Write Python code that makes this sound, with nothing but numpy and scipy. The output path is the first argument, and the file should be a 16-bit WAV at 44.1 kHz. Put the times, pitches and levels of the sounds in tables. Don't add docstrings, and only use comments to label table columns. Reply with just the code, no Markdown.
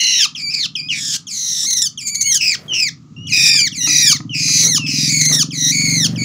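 import sys
import numpy as np
from scipy import signal
from scipy.fft import rfft, irfft
from scipy.io import wavfile

SR = 44100
rng = np.random.default_rng(int(sys.argv[2]) if len(sys.argv) > 2 else 0)


def output_pcm(signal):
    pcm = np.clip(np.atleast_2d(signal).T, -1, 1) * 32767
    wavfile.write(sys.argv[1], SR, np.round(pcm).astype(np.int16))


N = 275184
TIME = np.arange(N) / SR

# (start [s], break [s], end [s], scoop time constant [s], held pitch [Hz], pitch after the break [Hz],
#  sag [Hz/s], last pitch [Hz], swell from the onset, negative dies away [dB], overtones before the break [dB],
#  overtones after [dB], fundamental against its usual share [dB], rasp before [0-1], rasp after [0-1],
#  tilt from the gape of the beak [dB/octave], mean warble rate [1/s])
SQUAWKS = [ (-.2, 0.196, .264, 0.025, 2126, 1957, 300, 1100, -19, -21.5, -20.5, 1.5, 0.43, 0.49, -6, 50),
           (0.349, 0.497, .667, 0.021, 2438, 2512, 995, 1120, 8.5, -23.5, -26, -1.5, 0.1, 0.56, -18, 40),
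           (0.752, 0.814, .89, .011, 2362, 2360, 100, 2590, -14, -38.5, -43.5, 3, 0.32, 0.24, -20, 40),
           (0.888, 1.126, 1.172, .022, 1729, 1672, 402, 1380, 15.5, -22.5, -22.5, 1, .76, 0.98, 3.5, 40),
           (1.268, 1.66, 1.88, 0.025, 2087, 2153, 863, 1417, 10.5, -21, -20.5, -10, 0.7, 0.26, 8, 30),
           (1.974, 2.257, 2.383, 0.018, 2400, 2275, 610, 1266, 4.5, -26, -18.5, -5, 0.14, 0.16, 16, 30),
           (3.268, 3.504, 3.62, .023, 1862, 1895, 200, 1320, 24, -12, -19.5, -1.5, 0.5, 0.11, 6.5, 28),
           (3.715, 3.868, 4.135, 0.032, 1926, 2008, 393, 1130, 27, -12, -14, -1, 0.42, .4, 8, 28),
           (4.325, 4.677, 4.786, .023, 2072, 2228, 299, 1050, 31, -13.5, -17.5, -5.5, .6, 0.3, 9, 55),
           (4.862, 5.094, 5.436, 0.022, 2042, 2284, 891, 1130, 18.5, -18.5, -17.5, -3.5, 0.64, 0.43, 7, 50),
           (5.506, 5.715, 6.074, 0.019, 1974, 2251, 380, 1200, 23, -12, -18.5, -0.5, 0.5, 0.34, 2.5, 75),
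           (6.157, 6.183, 6.6, 0.008, 2330, 2270, 617, 1220, 10.5, -26, -21, 2, 0.12, 0.29, 1, 75), ]
# (time [s], length [s], overtone gain [dB])
CATCHES = [(0.39, 0.074, -2), (0.546, .014, 5), (1.709, 0.011, 5.5), (1.734, 0.011, 6), (1.78, .038, 3),
           (1.824, 0.013, 4.5), (2.018, 0.029, -1.5), (2.084, .034, 5), (2.154, 0.016, 6.5),
           (2.22, .025, 9), (2.327, 0.01, 1.5), (2.352, 0.018, 2.5), (5.217, 0.013, 4.5),
           (5.238, 0.012, -1.5), (5.257, 0.015, 4.5), (5.342, .035, 4)]
# (pitch [Hz], level [dB])
FUNDAMENTAL = [(1100, 8.5), (1280, -16), (1550, -25), (1750, -15.5), (1950, -17), (2250, -4), (2600, -6.5),
               (3000, 3.5), (3500, 12.5)]
# (start [s], break [s], end [s], whistle's first, middle and final pitch [Hz, Hz, Hz], buzz pitch [Hz],
#  sag [Hz/s], last pitch [Hz], whistle level [dB], buzz fundamental at the break [dB],
#  buzz overtones at the break [dB], rasp [0-1], closing rasp [0-1])
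BUZZES = [ (-.1, -.02, .26, 2900, 2900, 2900, 2876, 408, 1962, -22, -18, -18.5, 0.38, .9),
          (0.885, 0.94, 1.01, 3344, 2850, 2353, 2320, 100, 2160, -14.5, -26, -29, 0.2, 0.67),
          (2.24, 2.405, 2.56, 2827, 3260, 2885, 2617, 1276, 1073, -28, -18.5, -14.5, 0.6, 0.4),
          (2.68, 2.735, 2.898, 3320, 3040, 2950, 2855, 3625, 1538, -20, -18.5, -15.5, 0.62, 0.1),
          (3.163, 3.317, 3.687, 2760, 2940, 2880, 2524, 456, 1393, -32.5, -15.5, -15.5, .38, 0.14),
          (3.804, 3.875, 4.177, 2710, 2932, 2770, 2462, 493, 1588, -27, -23, -19, .5, .05),
          (4.293, 4.343, 4.665, 3150, 2950, 2700, 2518, 496, 1720, -25, -24.5, -19.5, 0.55, .9),
          (4.775, 4.864, 5.135, 3000, 2707, 2600, 2620, 1014, 1610, -20.5, -26.5, -20, 0.67, 0.45), ]
# (frequency [Hz], gain [dB])
LOW_THROAT = [(2300, -9.5), (3100, -3.5), (4000, -0.5), (5000, 0.5), (6000, 0), (7000, -3), (7700, -27.5),
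              (8400, -18), (10500, -19.5), (13300, -35.5), (15200, -23)]
HIGH_THROAT = [(3100, -5), (4000, -13.5), (5000, -2.5), (6000, -6.5), (7400, -14.5), (8400, -33),
               (10300, -30.5), (13300, -68.5), (15200, -26.5)]
# (time [s], firing rate [1/s])
FIRING = [(0.0, 18.5), (0.92, 18.5), (1.16, 17.7), (1.53, 15.3), (1.75, 14.6), (2.48, 14.6), (3.09, 15.2),
          (4.03, 19.2), (6.24, 24.1)]
# (time [s], level [dB])
ENGINE_LEVEL = [(0, -62), (.4, -43.5), (1.1, -39.5), (1.3, -50), (2, -45), (3.081, -40.5), (3.2, -30),
                (3.55, -35), (4.05, -31.5), (4.6, -27.5), (5.3, -23.5), (5.6, -28), (5.9, -23.5),
                (6.24, -19.5)]
# (frequency [Hz], relative level [dB])
EXHAUST = [(35, -29.5), (60, -28), (100, -12), (148, 8.5), (200, -4), (280, -1.5), (340, -20), (450, -28.5),
           (800, -49.5), (4000, -87.5)]
RUMBLE = [(35, -38.5), (60, -21.5), (90, -2.5), (140, 5), (200, -5.5), (260, -6), (320, -18), (450, -31.5),
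          (800, -45), (4000, -92)]
# (frequency [Hz], relative level [dB])
AIR = [(20, -18.5), (200, 28), (550, -6), (1050, -0.5), (1270, 11), (1500, -7.5), (7000, -4), (9000, -30.5)]
# (time [s], relative level [dB])
KNOCKS = [(1.642, -31), (2.727, -27.5), (3.409, -32), (3.543, -25.5), (3.874, -16), (4.205, -22.5),
          (4.49, -26.5), (4.642, -43), (5.316, -18.5)]
# (nominal frequency [Hz], relative level [dB], 60 dB decay time [s])
PLANK_MODES = [(300, -2.5, 0.2), (530, -24, 0.05), (734, -13, 0.038), (982, -7.5, .04), (1246, -2.5, 0.058),
               (1930, 3.5, 0.0091)]
# (start [s], length [s], level at mid-stroke [dB])
SCUFFS = [(2.527, 0.27, -46), (4.617, 0.087, -34.5), (5.285, 0.1, -35), (5.759, 0.57, -42)]
# (frequency [Hz], relative level [dB])
SCUFF_COLOUR = [(100, -16), (350, 3), (700, -2.5), (900, -10.5), (1300, -5.5), (3000, -16), (12000, -27.5)]
# (frequency [Hz], 60 dB decay time [s])
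ROOM = [(200, 0.85), (1250, 0.28), (2000, 0.2), (6000, 0.2), (12000, 0.12)]

OPEN_HZ = 3532
SWELL_S, BREAK_S, SLUR_S = 0.099, 0.006, 0.038
RASP_RISE_S, SLUR_RASP = 0.015, 0.16
SLUR_PUSH_DB = 1.5
BROKEN_FUNDAMENTAL_DB = 2.5
CATCH_RASP, CATCH_DROP = 0.62, 0.068
WHISTLE_SWELL_DB, WHISTLE_OVERTONES_DB, WHISTLE_RASP = 8.5, -8.5, 0.14
BUZZ_SWELL_DB_PER_S, BUZZ_THINNING_DB_PER_S = 21, 21
BUZZ_SLUR_S, BUZZ_CLOSING_S, BUZZ_SLUR_FADE_DB = 0.018, 0.095, 12.5
HISS_DB = -15
IDLE_PER_S, PULLING_PER_S = 13.5, 23
EDGE_HZ = 15680


def gain_of(db):
    return 10 ** (np.asarray(db) / 20)


def evened(x):
    return x / np.sqrt(np.mean(x ** 2) + 1e-20)


def blend(a, b, share):
    return a + (b - a) * share


def read(points, hz):
    f, value = np.transpose(points)
    return np.interp(np.log(hz + 1), np.log(f + 1), value)


def add(mix, s, sound):
    part = mix[max(round(s * SR), 0):][:len(sound)]
    part += sound[:len(part)]


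def wander(size, hz):
    f = np.fft.rfftfreq(SR, 1 / SR)
    spectrum = rfft(rng.standard_normal(SR)) / np.sqrt(1 + (f / hz) ** 4)
    return evened(irfft(spectrum))[:size]


def colour(x, points):
    log_gain = np.log(gain_of(read(points, abs(np.fft.fftfreq(8192, 1 / SR)))))
    taps = np.fft.ifft(np.exp(np.conj(signal.hilbert(log_gain)))).real
    return signal.oaconvolve(x, taps[:len(taps) // 2])[:N]


def room(x):
    reflections = rng.choice([-1., 1.], SR // 2) * (rng.random(SR // 2) < .1)
    hz, t, bands = signal.stft(reflections, SR, nperseg=256)
    decay = gain_of(-60 * t / read(ROOM, hz)[:, None])
    tail = signal.istft(bands * decay, SR, nperseg=256)[1]
    return signal.fftconvolve(x, tail / np.linalg.norm(tail))[:N]


def squawk(start, brk, end, scoop_s, held_hz, broken_hz, sag_hz, last_hz, swell_db, before_db, after_db,
           first_db, rasp_before, rasp_after, gape_db, warble_hz):
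    t = np.arange(max(start, 0), end, 1 / SR)
    age = t - start
    broken = .5 + .5 * np.tanh((t - brk) / BREAK_S)
    slur = np.exp((t - end) / SLUR_S)

    hz = blend(held_hz - sag_hz * age, broken_hz - sag_hz * (t - brk), broken)
    hz = blend(hz, OPEN_HZ, np.exp(-age / scoop_s))
    hz = blend(hz, last_hz, slur)

    over_db = blend(before_db, after_db, broken) - swell_db * np.exp(-age / SWELL_S)
    over_db = over_db + SLUR_PUSH_DB * np.sin(np.pi * slur)
    fundamental_db = over_db + first_db + read(FUNDAMENTAL, hz) + BROKEN_FUNDAMENTAL_DB * broken

    slur_share = np.minimum(2 * slur, 1) * (rasp_after < .5)
    rasp = blend(blend(rasp_before, rasp_after, broken), SLUR_RASP, slur_share)
    rasp = rasp * (1 - np.exp(-age / RASP_RISE_S))

    for at, length, db in CATCHES:
        catch = np.exp(-np.minimum(abs(2 * (t - at) / length), 2) ** 8)
        hz = hz * (1 - CATCH_DROP * catch)
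        over_db = over_db + db * catch
        rasp = blend(rasp, CATCH_RASP, catch)
    return t, hz, fundamental_db, over_db, rasp, gape_db, warble_hz


def buzz(start, brk, end, first_hz, middle_hz, final_hz, buzz_hz, sag_hz, last_hz, whistle_db, first_db,
         over_db, rasp, closing_rasp, gape_db=-5.0, warble_hz=35):
    t = np.arange(max(start, 0), end, 1 / SR)
    since = t - brk
    broken = .5 + .5 * np.tanh(since / BREAK_S)
    slur = np.exp((t - end) / BUZZ_SLUR_S)
    along = np.minimum((t - start) / (brk - start), 1)

    whistle_hz = np.interp(along, [0, .5, 1], [first_hz, middle_hz, final_hz])
    hz = blend(blend(whistle_hz, buzz_hz - sag_hz * since, broken), last_hz, slur)

    soft_db = whistle_db - WHISTLE_SWELL_DB * (1 - along)
    slur_fade_db = BUZZ_SLUR_FADE_DB * slur
    fundamental_db = blend(soft_db, first_db - BUZZ_THINNING_DB_PER_S * since, broken) - slur_fade_db
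    loud_db = over_db + BUZZ_SWELL_DB_PER_S * since
    overtones_db = blend(soft_db + WHISTLE_OVERTONES_DB, loud_db, broken) - slur_fade_db

    closing = np.exp(-((t - end) / BUZZ_CLOSING_S) ** 2)
    rasp = blend(blend(WHISTLE_RASP, rasp, broken), closing_rasp, closing)
    return t, hz, fundamental_db, overtones_db, rasp, gape_db, warble_hz


def voice(call, throat, flutter_hz, unevenness, swing, lift, throb, chaos, clear, warble, fitful, pulsing_db,
          hiss_db, brightening=0.28):
    t, hz, first_db, over_db, rasp, gape_db, warble_hz = call
    size = len(t)

    verge = np.exp(-((rasp - .32) / 0.2) ** 2)
    warble_rate = warble_hz * (1 + .5 * wander(size, warble_hz))
    warble_turns = np.cumsum(warble_rate) / SR + rng.random()
    fits = verge * np.tanh(2 * np.sin(2 * np.pi * warble_turns))
    rasp = np.clip(rasp * (1 + fitful * fits), 0, 1)
    hz = hz * (1 + warble * fits + (.004 + .008 * verge) * wander(size, 80))
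    over_db = over_db - pulsing_db * fits

    flutter_rate = flutter_hz * (1 + unevenness * wander(size, 120))
    flutter = np.cos(2 * np.pi * np.cumsum(flutter_rate) / SR)
    rough_hz = hz * (1 + rasp * (lift + swing * flutter + chaos * rasp * wander(size, 900)))
    clear_share = np.exp(-(rasp / clear) ** 2)
    choke = evened(np.exp(-throb * flutter)) * np.sqrt(1 - clear_share)
    clear_phase, rough_phase = 2 * np.pi * np.cumsum([hz, rough_hz], axis=1) / SR

    tone = np.zeros(size)
    for k in np.arange(1, 12):
        bright_db = brightening * (over_db + 20) * np.maximum(np.log2(k * hz / 5000), 0)
        tilt_db = gape_db * np.clip(np.log2(k * hz / 5400), -.5, .25)
        level_db = first_db if k == 1 else over_db + read(throat, k * hz) + bright_db + tilt_db
        partial = np.sqrt(clear_share) * np.sin(k * clear_phase) + choke * np.sin(k * rough_phase)
        below_nyquist = k * rough_hz < SR / 2
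        tone += gain_of(level_db + 1.6 * wander(size, 60)) * partial * below_nyquist

    f = np.fft.rfftfreq(SR, 1 / SR)
    hiss_gain = gain_of(read(throat, f)) * f * (f > 1800)
    hiss = evened(irfft(rfft(rng.standard_normal(SR)) * hiss_gain))[:size]
    breath = gain_of(over_db + hiss_db) * rasp * hiss

    edges = np.clip(np.minimum((t - t[0]) / .004, (t[-1] - t) / .008), 0, 1)
    return t[0], np.sqrt(2) * (tone + breath) * edges


def birds():
    out = np.zeros(N)
    for row in SQUAWKS:
        add(out, *voice(squawk(*row), LOW_THROAT, flutter_hz=269.7, unevenness=0.17, swing=0.069, lift=0.11,
                        throb=0.16, chaos=0.11, clear=0.63, warble=0.013, fitful=0.73, pulsing_db=1.5,
                        hiss_db=HISS_DB))
    for row in BUZZES:
        add(out, *voice(buzz(*row), HIGH_THROAT, flutter_hz=200, unevenness=0.078, swing=0.16, lift=0.1,
                        throb=0.55, chaos=0.056, clear=0.56, warble=0.0056, fitful=0.22, pulsing_db=-2.5,
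                        hiss_db=HISS_DB))
    return out


def engine():
    rate = np.interp(TIME, *np.transpose(FIRING))
    level_db = np.interp(TIME, *np.transpose(ENGINE_LEVEL))
    load = np.clip((rate - IDLE_PER_S) / (PULLING_PER_S - IDLE_PER_S), 0, .85)
    firings = np.diff(np.floor(np.cumsum(rate) / SR), prepend=0)
    thuds = colour(firings, EXHAUST)
    thuds = evened(thuds + gain_of(-9) * room(thuds))
    rumble = evened(colour(rng.standard_normal(N), RUMBLE))
    rumble_share = 1 - load
    thud_share = np.sqrt(1 - rumble_share ** 2)
    return gain_of(level_db) * (thud_share * thuds + rumble_share * rumble)


def air():
    return gain_of(-48.5) * evened(colour(rng.standard_normal(N), AIR))


def knocks(knock_db=-7):
    out = np.zeros(N)
    t = np.arange(SR // 5) / SR
    for s, tap_db in KNOCKS:
        ring = np.zeros(len(t))
        for hz, db, t60 in PLANK_MODES:
            mode_hz = hz * rng.uniform(.93, 1.07)
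            ring += gain_of(db - 60 * t / t60) * np.sin(2 * np.pi * mode_hz * t)
        add(out, s, gain_of(tap_db + knock_db) * ring)
    return out


def scuffs(grain_db=1.5, grains_per_s=2500):
    sizes = gain_of(grain_db * rng.exponential(1, N))
    grains = rng.standard_normal(N) * sizes * (rng.random(N) < grains_per_s / SR)
    stroke = np.zeros(N)
    for s, length, db in SCUFFS:
        across = 2 * (TIME - s) / length - 1
        stroke += gain_of(db) * np.sqrt(np.clip(1 - across ** 2, 0, 1))
    return stroke * evened(colour(grains, SCUFF_COLOUR))


def scene():
    near = birds() + knocks() + scuffs()
    return (near + gain_of(-11.5) * room(near) + engine() + air())[None]


def record(dry):
    clipped = np.clip(dry, -1, 1)
    low_pass = signal.firwin(511, EDGE_HZ, window=("kaiser", 9), fs=SR)
    return signal.oaconvolve(clipped, low_pass[None], "same")


dry = scene()
out = record(dry)
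output_pcm(out)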